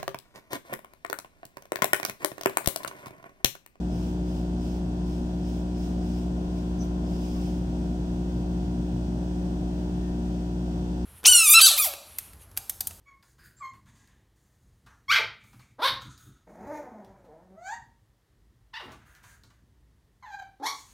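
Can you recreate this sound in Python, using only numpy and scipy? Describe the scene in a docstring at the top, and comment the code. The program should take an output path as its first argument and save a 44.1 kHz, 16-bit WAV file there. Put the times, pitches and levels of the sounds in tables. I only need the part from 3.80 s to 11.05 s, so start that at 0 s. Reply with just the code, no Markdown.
"""Laser cutter engraving wood

A mains-driven air pump hums and buzzes as harmonics of its stroke; the exhaust fan is noise rumbling in a duct.
The air nozzle is a steady hiss of turbulence that swells and sizzles each time it crosses burnt grooves,
and whistles once on an edge as narrow bands of noise. Stepper motors sing faint gliding tones in short moves.
Metal panels and the duct add their resonances, and the stereo picture widens towards the treble."""
import sys
import numpy as np
from scipy import signal
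from scipy.fft import rfft, irfft, next_fast_len
from scipy.io import wavfile
from scipy.ndimage import map_coordinates

SR = 44100
rng = np.random.default_rng(int(sys.argv[2]) if len(sys.argv) > 2 else 0)


def store_pcm(level_fs):
    """Save levels as 16-bit WAV."""
    pcm = np.round(np.clip(level_fs, -1, 1) * 32767).astype(np.int16)
    wavfile.write(sys.argv[1], SR, np.atleast_2d(pcm).T)


N = 319725

MAINS_HZ = 60.02  # the pump makes one stroke per mains cycle
TOP_HZ = 15740  # upper edge of the whole sound

# pump hum harmonics: [multiple of the mains, level/dB rms]
HUM_HARMONICS = [(1, -32.5), (2, -46), (3, -33), (4, -45), (5, -38.5), (6, -42.5), (7, -62), (9, -56.5),
                 (10, -67), (11, -73), (12, -57), (13, -60), (14, -68), (15, -62), (16, -60.5), (17, -66.6),
                 (18, -72), (22, -75), (23, -72), (24, -65.5), (26, -70)]
# colour of the pump buzz before the panels ring: [f/Hz, level/dB rms of one harmonic]
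BUZZ_COLOUR = [(1650, -79.5), (2150, -86.5), (2600, -77), (3050, -80), (3500, -74), (3850, -81.5),
               (4550, -80), (5500, -79.5), (6400, -81.5), (6900, -84), (7300, -88.5), (8000, -82.5),
               (8600, -88.5), (9200, -104)]
# panel resonances under the buzz: [f/Hz, width/Hz, boost/dB]
PANEL_MODES = [(3100, 47, 5), (3540, 110, 4), (4650, 70, 7.5), (6930, 70, 9), (7880, 170, 6.5),
               (8080, 70, 1), (8583, 70, 7)]
# exhaust fan noise before the duct: [f/Hz, level/dB per Hz]
FAN_SPECTRUM = [(10, -73), (29, -68), (42, -66), (80, -62), (160, -60), (205, -63), (260, -65.5),
                (340, -70.5), (500, -75), (700, -76), (820, -81.5), (1200, -86), (2000, -104)]
# resonances of cabinet and duct: [f/Hz, width/Hz, boost/dB]
DUCT_MODES = [(49.6, 5.7, 6.5), (95, 4.5, 5.5), (128.4, 20.5, 5.5), (160.5, 27.5, 5), (236.2, 9.3, 9.5),
              (627, 36, 5.5), (673, 17, 2), (734, 44, 5.5), (858, 30, 6)]
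# swells of the duct rumble: [middle t/s, half-width t/s, height level/dB]
RUMBLE_SWELLS = [(.35, .25, 2), (4.748, 1, 4.5), (7.05, 0.28, 3.5)]
# free air stream of the nozzle, before its trim: [f/Hz, level/dB per Hz]
FREE_AIR_SPECTRUM = [(1000, -106), (1700, -92.5), (2150, -99.5), (2800, -94), (3400, -93), (4200, -98),
                     (5200, -95), (6200, -97), (7300, -101.5), (8300, -101.5), (9300, -107),
                     (10500, -107.2), (12800, -111.5), (14900, -106.9)]
# air breaking on the grooves, before its trim: [f/Hz, level/dB per Hz]
BROKEN_AIR_SPECTRUM = [(1500, -110), (2300, -94.5), (3200, -90), (4200, -97.5), (5500, -95), (6300, -93.5),
                       (7200, -99), (8200, -96), (9300, -103.2), (10500, -101.5), (12500, -104),
                       (14500, -101), (15600, -102.5)]
# crossings of burnt grooves: [start t/s before the lead, length t/s, level/dB used relative to their mean]
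GROOVE_CROSSINGS = [(0.108, 0.23, -68.5), (0.457, 0.192, -69.5), (0.8, 0.188, -68.5), (1.251, 0.16, -70),
                    (1.632, 0.188, -69), (1.958, 0.17, -68.5), (2.217, 0.24, -69), (2.752, 0.068, -72),
                    (3.007, 0.058, -69), (3.269, 0.53, -66.5)]
# stepper moves: [start t/s, length t/s, starting f/Hz, glide over the move f/Hz, mid-move level/dB rms]
STEPPER_MOVES = [(1.15, .2, 1000, 40, -58), (2.3, 1.4, 1041, -1, -60.5), (2.95, 0.2, 1372, 1, -62.5),
                 (3.54, 0.099, 1230, -250, -56), (6.14, .22, 1830, 0, -66)]
# partials of the edge tone: [start t/s, rise t/s, 60 dB decay t/s, f/Hz, width/Hz, level/dB rms]
EDGE_PARTIALS = [(2.982, .01, .25, 6200, 380, -57), (3.001, .01, 0.22, 5950, 320, -48.5),
                 (3.005, .026, .21, 11830, 340, -67)]
# stereo width: [f/Hz, side minus mid level/dB]
STEREO_WIDTH = [(40, -47), (110, -13), (200, -31), (350, -10.5), (650, -6.5), (900, -1.5), (1200, 6),
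                (2000, -2.5), (3500, 4), (5200, -1.5), (7500, 0), (15000, 0.5)]
# stereo balance: [f/Hz, left minus right level/dB]
STEREO_BALANCE = [(100, -0.04), (180, 1.4), (350, 2.5), (600, 1.5), (1100, -0.5), (2400, 2.5), (4400, -0.5),
                  (8100, -2.7), (13000, 1)]

# every crossing: edge ramp in s, drop from middle to ends in dB, ring time of the cabinet in s
EDGE_S, SAG_DB, LINGER_S = 0.049, 5, 0.015


def amp(db):
    """Decibels to gain."""
    return 10 ** (np.asarray(db) / 20)


def unit(x):
    """Scaled to rms 1."""
    return x / np.sqrt(np.mean(x ** 2) + 1e-20)


def clock():
    """The time of every sample in seconds."""
    return np.arange(N) / SR


def along(points, hz):
    """A curve of (Hz, value) points read on a log frequency axis."""
    f, value = np.transpose(points)
    return np.interp(np.log(hz + 1e-3), np.log(f), value)


def boost(modes, hz):
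    """Gain in dB of (Hz, width, dB) resonances; each boost is halved half a width off centre."""
    return sum(db / (1 + (2 * (hz - centre) / width) ** 2) for centre, width, db in modes)


def wobble(rate):
    """A smooth random curve through normal knots, rate knots a second."""
    knots = rng.standard_normal(int(N * rate / SR) + 4)
    coarse = np.arange(0, N + 64, 64)  # the spline is read every 64 samples
    curve = map_coordinates(knots, [coarse * rate / SR])
    return np.interp(np.arange(N), coarse, curve)


def filtered(x, response):
    """x times a response of frequency, padded so that tails do not wrap round."""
    size = next_fast_len(N + SR // 4)
    hz = np.fft.rfftfreq(size, 1 / SR)
    return irfft(rfft(x, size) * response(hz), size)[..., :N]


def spread(hz):
    """Angle between mid and side: long waves sound more alike left and right."""
    return np.arctan(amp(along(STEREO_WIDTH, hz)))


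def rush(spectrum):
    """Stereo turbulence with a spectrum in dB per Hz, falling away above its last point."""
    white = rng.standard_normal((2, N)) * np.sqrt(SR / 2)  # unit power per Hz
    last_hz = spectrum[-1][0]

    def mid_side(hz):
        colour = amp(along(spectrum, hz)) / np.maximum(hz / last_hz, 1) ** 2
        return colour * [np.cos(spread(hz)), np.sin(spread(hz))]

    mid, side = filtered(white, mid_side)
    return np.array([mid + side, mid - side])


def singing_air(centre_hz, width_hz, side):
    """Stereo turbulence of rms 1 in one narrow resonance."""
    ring = lambda hz: 1 / (1 + (2 * (hz - centre_hz) / width_hz) ** 2)
    common, apart = filtered(rng.standard_normal((2, N)), ring)
    return unit(np.array([common + side * apart, common - side * apart]))


def stroke(orders, gains, phase, leading, size=8192):
    """A stereo wave repeating every pump stroke; each harmonic's phase leads left (+) or right (-)."""
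    apart = spread(orders * MAINS_HZ) * leading
    lines = np.zeros((2, size // 2 + 1), complex)
    lines[:, orders] = gains * np.exp(1j * (phase + [apart, -apart])) * size / np.sqrt(2)
    place = clock() * MAINS_HZ % 1 * size  # position within the stroke
    grid = np.arange(size + 1)
    return np.array([np.interp(place, grid, np.append(cycle, cycle[0])) for cycle in irfft(lines, size)])


def pump_hum(waver_db=0.3, housing_hz=205, housing_width_hz=40):
    """The diaphragm thumps once a mains cycle; the housing's resonance delays the harmonics near it."""
    orders, db = np.transpose(HUM_HARMONICS)
    orders = np.round(orders).astype(int)
    hz = orders * MAINS_HZ
    delay = 2 * np.arctan2(housing_width_hz * hz, housing_hz ** 2 - hz ** 2)  # phase in rad
    scatter = (orders / 9) ** 3 * rng.standard_normal(len(orders))  # upper phases are loose, rad
    hum = stroke(orders, amp(db), np.pi - delay + scatter, leading=-0.95)
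    return hum * amp(waver_db * wobble(5.6))


def pump_buzz(scatter_db=9.5, shifting=0.35, turning_rad=0.84):
    """Air pulses excite many cabinet modes; their pattern shifts as the head travels."""
    orders = np.arange(27, 160)
    hz = orders * MAINS_HZ
    colour = amp(along(BUZZ_COLOUR, hz) + boost(PANEL_MODES, hz))

    def pattern():
        uneven = unit(amp(scatter_db * rng.uniform(-0.73, 1, (2, len(orders)))))
        phase = rng.uniform(0, 2 * np.pi, len(orders))
        leading = rng.choice([-1, 1], len(orders))
        return stroke(orders, colour * uneven, phase, leading)

    turn = turning_rad * wobble(1.94)
    moving = np.cos(turn) * pattern() + np.sin(turn) * pattern()
    return (pattern() + shifting * moving) / np.sqrt(1 + shifting ** 2)  # mixed by power


def exhaust(rest_db=-4.5, surge_db=0.7, rumble_hz=125, rumble_width_hz=100):
    """The fan draws smoke through the resonant duct; its low rumble swells now and then."""
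    air = filtered(rush(FAN_SPECTRUM), lambda hz: amp(boost(DUCT_MODES, hz)))
    low = filtered(air, lambda hz: 1 / (1 + (2 * (hz - rumble_hz) / rumble_width_hz) ** 6))
    swell_db = sum(db * np.exp(-((clock() - moment) / width) ** 2) for moment, width, db in RUMBLE_SWELLS)
    rumble = low * amp(rest_db + swell_db)
    return (air - low + rumble) * amp(surge_db * wobble(6))


def nozzle(pulsing=0.027, air_db=-0.87, gain_db_per_s=0.13, groove_db=-1.6, waver_db=0.5, lead_s=0.011):
    """The air jet grows slowly, wavers, throbs a little with the pump and hisses harder over burnt grooves."""
    t = clock()
    free = rush(FREE_AIR_SPECTRUM) * amp(air_db + gain_db_per_s * t + waver_db * wobble(9))
    broken = rush(BROKEN_AIR_SPECTRUM) * grooves(lead_s) * amp(groove_db)
    throb = 1 + pulsing * np.sin(2 * np.pi * MAINS_HZ * t)
    return (free + broken) * throb


def grooves(lead_s, flutter_db=0.8):
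    """Groove gain, about 1 midway in an average crossing: each sags to its ends and lingers in the cabinet."""
    t, gain = clock() + lead_s, np.zeros(N)
    usual_db = np.mean([db for start, length, db in GROOVE_CROSSINGS])
    for start, length, db in GROOVE_CROSSINGS:
        age = t - start
        gate = np.clip(np.minimum(age, length - age) / EDGE_S + 0.5, 0, 1)  # half open at start and end
        off_centre = np.clip(2 * age / length - 1, -1, 1)
        gain += gate * amp(db - usual_db - SAG_DB * off_centre ** 2)
    keep = np.exp(-1 / (LINGER_S * SR))
    power = signal.lfilter([1 - keep], [1, -keep], gain ** 2)
    return np.sqrt(power) * amp(flutter_db * wobble(25))


def sizzle(db=-61, lead_s=0.033):
    """The gap under the nozzle resonates as soon as the jet nears a groove."""
    return singing_air(centre_hz=5170, width_hz=870, side=0.67) * amp(db) * grooves(lead_s)


def steppers(jitter=0.012):
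    """Each move of the head sings at the motor's step rate, fading in and out."""
    t, out = clock(), np.zeros((2, N))
    for start, length, hz, glide_hz, db in STEPPER_MOVES:
        on = (t > start) & (t < start + length)
        done = (t[on] - start) / length
        pitch = (hz + glide_hz * done) * (1 + jitter * wobble(120)[on])
        apart = spread(hz) * np.array([[1], [-1]])
        tone = np.sqrt(2) * np.sin(2 * np.pi * np.cumsum(pitch) / SR + apart)
        fade = np.abs(np.sin(np.pi * done)) ** 0.5
        out[:, on] += amp(db) * fade * tone
    return out


def whistle():
    """The jet splits on a groove's edge: a breathy edge tone whose octave builds up later."""
    t, out = clock(), np.zeros((2, N))
    for start, rise, t60, hz, width, db in EDGE_PARTIALS:
        age = np.maximum(t - start, 0)
        decay_db = 60 * np.maximum(age - rise, 0) / t60
        level = np.minimum(age / rise, 1) * amp(db - decay_db)
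        out += level * singing_air(hz, width, side=0.69)
    return out


def scene():
    """The whole machine, heard just above its bed, with its left-right balance."""
    machine = pump_hum() + pump_buzz() + exhaust() + nozzle() + sizzle() + steppers() + whistle()
    halves = np.array([[0.5], [-0.5]])  # half the difference on each side
    return filtered(machine, lambda hz: amp(along(STEREO_BALANCE, hz) * halves))


def record(dry, fade_s=0.0013):
    """Eases both ends, then removes everything above the band limit."""
    t = clock()
    to_end = np.minimum(t, t[-1] - t)
    ease = np.sin(np.pi / 2 * np.clip(to_end / fade_s, 0, 1)) ** 2
    return filtered(dry * ease, lambda hz: hz < TOP_HZ)


dry = scene()
out = record(dry)
store_pcm(out)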